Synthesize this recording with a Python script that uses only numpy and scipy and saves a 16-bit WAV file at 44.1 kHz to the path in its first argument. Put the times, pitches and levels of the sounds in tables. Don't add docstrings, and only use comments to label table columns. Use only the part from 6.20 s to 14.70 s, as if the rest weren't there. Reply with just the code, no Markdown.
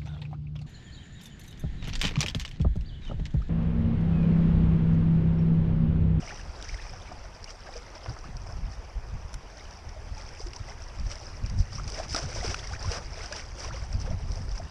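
import sys
import numpy as np
from scipy import signal
from scipy.fft import rfft, irfft, next_fast_len
from scipy.io import wavfile
from scipy.ndimage import uniform_filter1d, map_coordinates

SR = 44100
rng = np.random.default_rng(int(sys.argv[2]) if len(sys.argv) > 2 else 0)


def master(y):
    cut = np.clip(np.atleast_2d(y).T, -1, 1)
    pcm = np.round(cut * 32767)
    wavfile.write(sys.argv[1], SR, pcm.astype(np.int16))


N = 374966

# t/s, relative level/dB
CHOPPINESS = [(0, -55.5), (.3, -56.5), (.65, -54.5), (1.1, -60), (1.8, -59), (2.8, -65.5), (3.5, -61.5),
              (4.5, -58), (5.1, -56.5), (5.45, -57), (5.8, -56), (6.15, -46.5), (6.5, -51.5), (6.9, -53.5),
              (7.3, -55.5), (7.6, -53.5), (8.0, -59), (8.5, -58.5)]
# t/s of the peak, length/s,
# then relative level/dB of large bubbles, of small bubbles and of spray
WAVELETS = [(0.098, 0.13, -49.5, -45.5, -46.5), (0.418, 0.047, -46, -45, -47),
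            (0.492, 0.057, -69, -47, -47.5), (0.584, 0.044, -71, -49, -48), (0.86, 0.068, -53, -48, -56),
            (1.29, 0.036, -53, -47, -48.5), (1.476, 0.031, -46.5, -47.5, -51),
            (1.557, 0.075, -53.5, -50, -51.5), (1.705, 0.18, -53, -54, -69),
            (1.894, 0.18, -48, -54.5, -53.5), (2.29, 0.06, -48, -60, -52.5),
            (2.527, 0.028, -61, -54.5, -51.5), (3.33, 0.061, -54, -62, -58),
            (3.42, 0.16, -57, -51.5, -54.5), (4.01, 0.13, -70, -51, -49), (4.213, 0.057, -53, -65, -45.5),
            (4.36, 0.027, -47.5, -58, -48), (4.505, 0.051, -48.5, -53, -50.5),
            (4.91, 0.064, -51.5, -46.5, -46), (5.03, 0.1, -55, -52.5, -48), (5.396, 0.036, -71, -75, -43),
            (5.556, 0.081, -56, -47.5, -44.5), (5.717, 0.06, -47, -49, -43), (5.784, 0.068, -40, -41, -40),
            (5.922, 0.041, -60, -45, -36.5), (5.975, 0.025, -34.5, -36.5, -33.5),
            (6.048, 0.083, -41, -44, -41.5), (6.17, 0.068, -46, -50, -46), (6.267, 0.15, -42, -41.5, -39.5),
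            (6.53, 0.027, -57, -47, -42), (6.64, 0.052, -42.5, -43.5, -42.5),
            (6.722, 0.046, -40, -41.5, -39), (6.766, 0.04, -39, -42, -44), (7.003, 0.072, -43.5, -41, -42),
            (7.148, 0.067, -43, -40, -39.5), (7.422, 0.094, -51.5, -48, -42),
            (7.46, 0.099, -45, -44.5, -57), (7.643, 0.02, -46, -60, -46), (7.814, 0.028, -49, -50, -43.5),
            (7.872, 0.068, -45, -48, -49), (8.145, 0.14, -49, -58, -48.5), (8.357, 0.09, -55, -59, -51)]
# t/s, f/Hz at the start, relative level/dB,
# life/cycles, share by which the pitch rises in that life
PLOPS = [(.030, 654, -29.5, 4.8, .15), (.122, 783, -37.5, 11, .1), (.4015, 1470, -37, 9.2, 0.092),
         (.493, 2080, -32, 16, 0.31), (0.543, 1900, -30, 8.4, .15), (.576, 3180, -42, 16, 0.13),
         (0.587, 1730, -40, 22, .05), (.596, 1850, -38, 12, .15), (.733, 726, -36.5, 11, .08),
         (.916, 696, -30.5, 8.3, 0.073), (0.916, 1130, -38.5, 11, .1), (1.490, 700, -31, 5.7, .15),
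         (1.553, 477, -42, 40, .02), (1.560, 590, -34, 8.3, 0.19), (1.965, 1250, -38, 13, 0.058),
         (2.041, 1090, -37, 13.5, .4), (2.298, 1026, -40, 12, .1), (3.396, 3500, -41, 14, .15),
         (3.760, 613, -42.5, 24, 0.084), (3.968, 813, -39, 22, 0.13), (4.202, 400, -27.5, 2.9, .15),
         (4.261, 346, -36.5, 12.4, .03), (5.583, 1080, -32, 12, 0.28), (5.597, 1260, -26.5, 6.3, .05),
         (5.783, 604, -28, 9.5, 0.11), (5.799, 628, -17.5, 4.6, 0.22), (5.944, 262, -19.5, 2.3, 0.12),
         (5.95, 1280, -22.5, 10.6, 0.082), (5.963, 643, -27.5, 11.6, .05), (6.160, 546, -23.5, 3.7, 0.22),
         (6.227, 700, -32, 17, 0.045), (6.245, 394, -23, 4.3, 0.27), (6.278, 340, -37.5, 17, .1),
         (6.344, 1340, -19, 5.3, 0.11), (6.344, 2170, -18.5, 5.1, .2), (6.394, 3140, -31, 12, .2),
         (6.468, 1750, -41, 24, .3), (6.511, 743, -37, 19, 0.3), (6.522, 1080, -39, 14, .3),
         (6.535, 1380, -31.5, 17, 0.29), (6.550, 2150, -35, 14, .35), (6.562, 1650, -31, 8.2, .2),
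         (6.645, 1004, -32, 19, 0.058), (6.712, 462, -30, 9.4, .05), (6.724, 2680, -32, 14, 0.14),
         (6.781, 577, -35, 13, .05), (7.007, 2000, -35, 19, 0.22), (7.110, 570, -34, 19, 0.14),
         (7.128, 1530, -34.5, 28, 0.26), (7.446, 970, -32, 11, .15), (7.483, 600, -31.5, 7, .15),
         (7.507, 1144, -34, 18, 0.81), (7.542, 513, -33.5, 9.9, .08), (7.572, 990, -38, 11, 0.33),
         (7.874, 503, -34.5, 15, .05), (7.910, 605, -31, 8.4, 0.13), (8.399, 665, -30, 8.9, .03)]
# t/s, middle of the band f/Hz, peak level/dB, time to fall 60 dB/s
SLAPS = [(0.4256, 3170, -29.5, 0.008), (1.860, 890, -29.5, 0.027), (4.333, 2000, -34, .018),
         (5.298, 3000, -36.5, .012), (5.7003, 4260, -32.5, 0.011), (5.928, 3500, -29, .012),
         (5.946, 790, -24, 0.017), (5.962, 3300, -24, .016), (6.278, 2600, -31, 0.016),
         (6.3435, 1900, -23, 0.01), (7.123, 1500, -32, 0.033)]
# t/s, relative level/dB
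DROPS = [(.426, -38), (.4895, -32), (.544, -41), (1.229, -43), (1.2425, -34), (1.305, -36), (1.539, -40),
         (1.989, -40), (2.1685, -37), (3.509, -43), (3.692, -40), (4.021, -42), (4.269, -38), (4.333, -39),
         (4.362, -33.5), (4.798, -38.5), (4.916, -29.5), (4.9555, -35), (5.2615, -35), (5.299, -39),
         (5.678, -32), (5.701, -36), (5.721, -32.5), (5.894, -40), (5.914, -39), (5.947, -20),
         (5.9625, -23), (5.9675, -31), (5.988, -30), (6.279, -29), (6.344, -31), (6.4725, -32.5),
         (6.627, -31), (6.717, -29), (7.059, -33.5), (7.125, -30), (7.164, -30), (7.729, -35),
         (8.118, -36.5), (8.379, -34)]
# f/Hz, relative level/dB, time to fall 60 dB/s
HOUSING_MODES = [(4970, 13.5, 0.006), (5340, 6.5, 0.011), (5717, 4.5, 0.023)]
# t/s, relative level/dB
CLICKS = [(3.1315, -12), (3.1416, -1)]
# f/Hz, relative level/dB, time to fall 60 dB/s
FITTING_MODES = [(1470, -30, 0.012), (5450, -30, 0.018), (5950, -29, 0.016), (7040, -40, 0.014),
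                 (9300, -48, .02), (11060, -41, 0.02)]
# t/s, relative level/dB
BREEZE = [(0, -41), (.6, -45.5), (1.0, -46), (1.75, -50), (2.1, -43.5), (2.45, -37.5), (2.7, -46.5),
          (3.05, -41.5), (3.35, -49), (3.8, -45), (4.55, -44), (5.3, -41), (5.8, -43), (6.3, -39),
          (6.8, -39.5), (7.1, -44.5), (7.75, -36.5), (8.5, -40)]
# t/s of the peak, length/s,
# relative level/dB of the slow buffet and of the faster eddies
GUSTS = [(0.302, 0.044, -34, -54), (0.545, 0.051, -35.5, -55), (0.714, 0.11, -40.5, -48),
         (1.23, .05, -59, -66), (1.575, 0.019, -36.5, -50), (1.902, 0.034, -34, -33),
         (2.084, 0.055, -46, -37.5), (2.156, 0.03, -31, -36), (2.25, 0.033, -30, -57),
         (2.288, 0.035, -50, -45), (2.446, 0.046, -34, -58), (2.768, 0.035, -31, -51),
         (2.943, 0.032, -26, -34), (3.16, 0.045, -35, -44), (3.688, 0.056, -34, -46.5),
         (3.915, 0.08, -35, -44), (4.246, 0.033, -33, -51), (4.412, 0.019, -34.5, -37),
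         (4.806, 0.064, -28, -37.5), (4.868, 0.082, -28.5, -41.5), (5.245, 0.05, -28, -30.5),
         (5.349, 0.084, -29, -33.5), (5.4, 0.044, -21, -29.5), (5.58, 0.13, -44, -38.5),
         (5.672, 0.034, -31.5, -35), (5.917, 0.028, -34, -37.5), (6.057, 0.054, -42, -32.5),
         (6.197, 0.042, -39, -38), (6.293, 0.033, -29, -31.5), (6.446, 0.027, -31, -47),
         (6.686, 0.051, -28.5, -33.5), (7.478, 0.034, -29, -52), (7.623, .035, -32, -45),
         (7.70, 0.036, -25, -49), (7.756, .04, -26, -33), (7.841, 0.053, -36, -34.5),
         (7.908, 0.037, -25.5, -31), (7.941, 0.03, -27.5, -28), (8.046, .04, -48, -36.5),
         (8.11, 0.039, -25.5, -38), (8.204, 0.037, -40, -34.5), (8.258, 0.042, -24.5, -44),
         (8.355, .03, -38, -48)]
# f/Hz, relative level/dB for each Hz of width
GURGLE_COLOUR = [(150, -14), (300, -8.5), (450, -7.5), (650, -4), (1100, -10.5), (1600, -8.5),
                 (3000, -42.5)]
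TRICKLE_COLOUR = [(600, -12), (1250, -3.5), (2400, -2), (3900, -10), (6000, -11.5), (9000, -52)]
SPRAY_COLOUR = [(2000, -26), (3300, -10), (4100, -12), (4900, 3.5), (5500, 5), (6000, 3), (6600, -11),
                (8000, -13), (10700, -29), (12000, -36)]
MIST_COLOUR = [(4500, -22), (6500, -2), (8000, -5), (9500, -7), (11000, -11), (12500, -12)]
RUSH_COLOUR = [(120, 1.5), (270, -1.5), (380, -0.5), (600, 0.5), (850, 2), (1300, -3.5), (2500, -9),
               (4100, -20), (5000, -10), (5900, -11), (6700, -22.5), (10600, -33.5), (13500, -22.5)]
BUFFET_COLOUR = [(8, -12), (25, 1), (45, 1.5), (80, -5), (115, -24), (200, -35.5), (400, -83)]
EDDY_COLOUR = [(40, -27), (90, 5.5), (130, -2.5), (180, -10), (280, -20), (600, -58), (1500, -67)]
# f/Hz, gain level/dB
TREBLE = [(10900, 0), (11600, -11), (13700, -18)]

CALM_DB = -55
RISE_SHARE, FALL_SHARE = 0.49, 0.73
SWELL_CYCLES = 1.1
PLOP_DB = 2.2
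SLAP_SPAN = 1.8
SPLASH_DB = -43.5
MIST_DB, MIST_GROWTH = -67.5, 0.79
RIFFLE_DB, RIFFLE_GROWTH = -50.5, 0.036
EDDY_DB, EDDY_GROWTH = -7.5, 1.43
GUST_SHARE = 0.38
TOP_HZ = 13700


def amp(db):
    return 10 ** (np.asarray(db) / 20)


def decibels(power):
    return 10 * np.log10(power + 1e-20)


def unit(x):
    return x / np.sqrt(np.mean(x ** 2) + 1e-20)


def curves(rows):
    times, *columns = np.transpose(rows)
    return [np.interp(np.arange(N) / SR, times, column) for column in columns]


def wobble(rate):
    points = rng.standard_normal(int(N * rate / SR) + 4)
    return map_coordinates(points, [np.arange(N) * rate / SR])


def swells(times, lengths, db, rise, fall):
    t, power = np.arange(N) / SR, np.zeros(N)
    for peak_s, length, level in zip(times, lengths, db):
        near = slice(*np.searchsorted(t, [peak_s - 4 * length, peak_s + 4 * length]))
        age = (t[near] - peak_s) / length
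        share = np.where(age < 0, rise, fall)
        power[near] += amp(level) ** 2 * np.exp(-(age / share) ** 2)
    return power


def filtered(x, response):
    m = next_fast_len(N + SR // 2)
    return irfft(rfft(x, m) * response(np.fft.rfftfreq(m, 1 / SR)), m)[:N]


def coloured(x, spectrum):
    size = 8192
    hz, db = np.transpose(spectrum)
    log_hz = np.log(np.fft.rfftfreq(size, 1 / SR) + 1)
    gain = amp(np.interp(log_hz, np.log(hz), db))
    cepstrum = irfft(np.log(gain))
    cepstrum[1:size // 2] *= 2
    cepstrum[size // 2 + 1:] = 0
    impulse = irfft(np.exp(rfft(cepstrum)))
    return unit(signal.fftconvolve(x, impulse)[:N])


def patchy_noise(patchy_db):
    noise = signal.stft(rng.standard_normal(N), nperseg=512)[2]
    patches = uniform_filter1d(rng.standard_normal(noise.shape), size=5, axis=0)
    patches = uniform_filter1d(patches, size=6, axis=1)
    return signal.istft(noise * amp(patchy_db * unit(patches)), nperseg=512)[1][:N]


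def placed(times, sounds):
    index = np.round(times * SR).astype(int)[:, None] + np.arange(sounds.shape[1])
    return np.bincount(index.ravel(), sounds.ravel(), N)[:N]


def bubbles(times, hz, strength, cycles, rise, size):
    turns = hz[:, None] * np.arange(size) / SR
    age = turns / cycles[:, None]
    swell = 1 - np.exp(-turns / SWELL_CYCLES)
    phase = 2 * np.pi * turns * (1 + rise * age / 2)
    return placed(times, strength[:, None] * swell * amp(-20 * age) * np.sin(phase))


def ring(modes, t):
    return sum(amp(db - 60 * t / t60) * np.sin(2 * np.pi * (hz * t + rng.random()))
               for hz, db, t60 in modes)


def pontoons():
    chop_db, = curves(CHOPPINESS)
    peak_s, length, gurgle_db, trickle_db, spray_db = np.transpose(WAVELETS)
    lapping_db = chop_db - CALM_DB + 0.83 * wobble(16)
    slosh_db = 1.96 * wobble(45)

    def level(calm_db, growth, peak_db):
        breaking = swells(peak_s, length, peak_db, RISE_SHARE, FALL_SHARE)
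        lapping = amp(calm_db + growth * lapping_db) ** 2
        return decibels(lapping + breaking) + slosh_db

    large_db = level(calm_db=-58, growth=0.47, peak_db=gurgle_db - 2.9)
    small_db = level(calm_db=-56.5, growth=1.0, peak_db=trickle_db - 5.0)
    fizz_db = level(calm_db=-54.5, growth=1.15, peak_db=spray_db - 3.5)
    large = gurgle(large_db, GURGLE_COLOUR, low_hz=308.0, high_hz=1406, spread_db=3.0,
                   churn=0.41, count=1800, size=1800)
    small = gurgle(small_db, TRICKLE_COLOUR, low_hz=1101, high_hz=4530, spread_db=5.0,
                   churn=0.54, count=3600, size=600)
    spray = gurgle(fizz_db, SPRAY_COLOUR, low_hz=3520, high_hz=10660, spread_db=8.5,
                   churn=0.5, count=16000, size=140)
    mist_db = MIST_DB + MIST_GROWTH * (fizz_db - SPLASH_DB)
    mist = amp(mist_db) * coloured(patchy_noise(patchy_db=3.0), MIST_COLOUR)
    return large + small + spray + mist


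def gurgle(level_db, colour, low_hz, high_hz, spread_db, churn, count, size):
    when, bore, life, nearness = rng.random((count, 4)).T
    hz = low_hz * (high_hz / low_hz) ** bore
    spread = np.clip(rng.standard_normal(count), -2, 2.3)
    strength = amp(spread_db * spread) * np.sqrt(hz / low_hz)
    swarm = bubbles(when * N / SR, hz, strength, 4 + 13 * life, rise=0.25 * nearness[:, None], size=size)
    wash = churn * amp(0.7 * (level_db - level_db.mean()))
    mixture = coloured(swarm, colour) + wash * coloured(rng.standard_normal(N), colour)
    return amp(level_db) * mixture / np.sqrt(1 + wash ** 2)


def plops():
    s, hz, db, cycles, rise = np.transpose(PLOPS)
    return bubbles(s, hz, amp(db + PLOP_DB), cycles, rise=rise[:, None], size=4000)


def slaps():
    s, hz, db, t60 = np.transpose(SLAPS)
    t = np.arange(SR // 25) / SR
    bursts = rng.standard_normal((len(s), len(t))) * amp(-60 * t / t60[:, None])
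    bands = np.outer(hz, [1 / SLAP_SPAN, SLAP_SPAN])
    smacks = np.array([signal.lfilter(*signal.butter(2, band, 'band', fs=SR), burst)
                       for band, burst in zip(bands, bursts)])
    return placed(s, amp(db)[:, None] * smacks / abs(smacks).max(axis=1, keepdims=True))


def drops():
    s, db = np.transpose(DROPS)
    t = np.arange(SR // 40) / SR
    cracks = amp(-60 * t / 0.031) * rng.standard_normal((len(s), len(t)))
    cracks = signal.lfilter(*signal.butter(3, 6500, fs=SR), cracks)
    rings = np.array([ring(HOUSING_MODES, t) for _ in s])
    ticks = (rings + cracks) * (1 - np.exp(-t / 0.00026))
    return placed(s, amp(db + 4.0)[:, None] * ticks / abs(ticks).max(axis=1, keepdims=True))


def oar_click():
    s, db = np.transpose(CLICKS)
    t = np.arange(SR // 10) / SR
    noise = rng.standard_normal((len(s), len(t)))
    cracks = signal.lfilter(*signal.butter(1, 2500, fs=SR), noise) * amp(-32 - 60 * t / 0.028)
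    return placed(s, amp(db)[:, None] * (cracks + amp(-4.5) * ring(FITTING_MODES, t)))


def riffle():
    chop_db, = curves(CHOPPINESS)
    level_db = RIFFLE_DB + RIFFLE_GROWTH * (chop_db - CALM_DB)
    return amp(level_db) * coloured(patchy_noise(patchy_db=2.0), RUSH_COLOUR)


def wind():
    breeze_db, = curves(BREEZE)
    s, length, push_db, thud_db = np.transpose(GUSTS)
    mean_db, lumps_db = breeze_db.mean(), 1.17 * wobble(22)
    swirl_db = mean_db + EDDY_DB + EDDY_GROWTH * (breeze_db - mean_db) + 3.0 * wobble(36)
    pushes = swells(s, length, push_db - 0.7, GUST_SHARE, GUST_SHARE)
    thuds = swells(s, length, thud_db + 0.33, GUST_SHARE, GUST_SHARE)
    buffet_power = amp(breeze_db + lumps_db + 2.0) ** 2 + pushes
    eddy_power = amp(swirl_db + lumps_db) ** 2 + thuds
    buffet = np.sqrt(buffet_power) * coloured(rng.standard_normal(N), BUFFET_COLOUR)
    eddies = np.sqrt(eddy_power) * coloured(rng.standard_normal(N), EDDY_COLOUR)
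    return buffet + eddies


def scene():
    near_water = pontoons() + plops() + slaps() + drops()
    return (near_water + oar_click() + riffle() + wind())[None]


def record(dry):
    def response(hz):
        return amp(np.interp(hz, *np.transpose(TREBLE))) * (hz < TOP_HZ)

    return filtered(dry[0], response)[None]


dry = scene()
out = record(dry)
master(out)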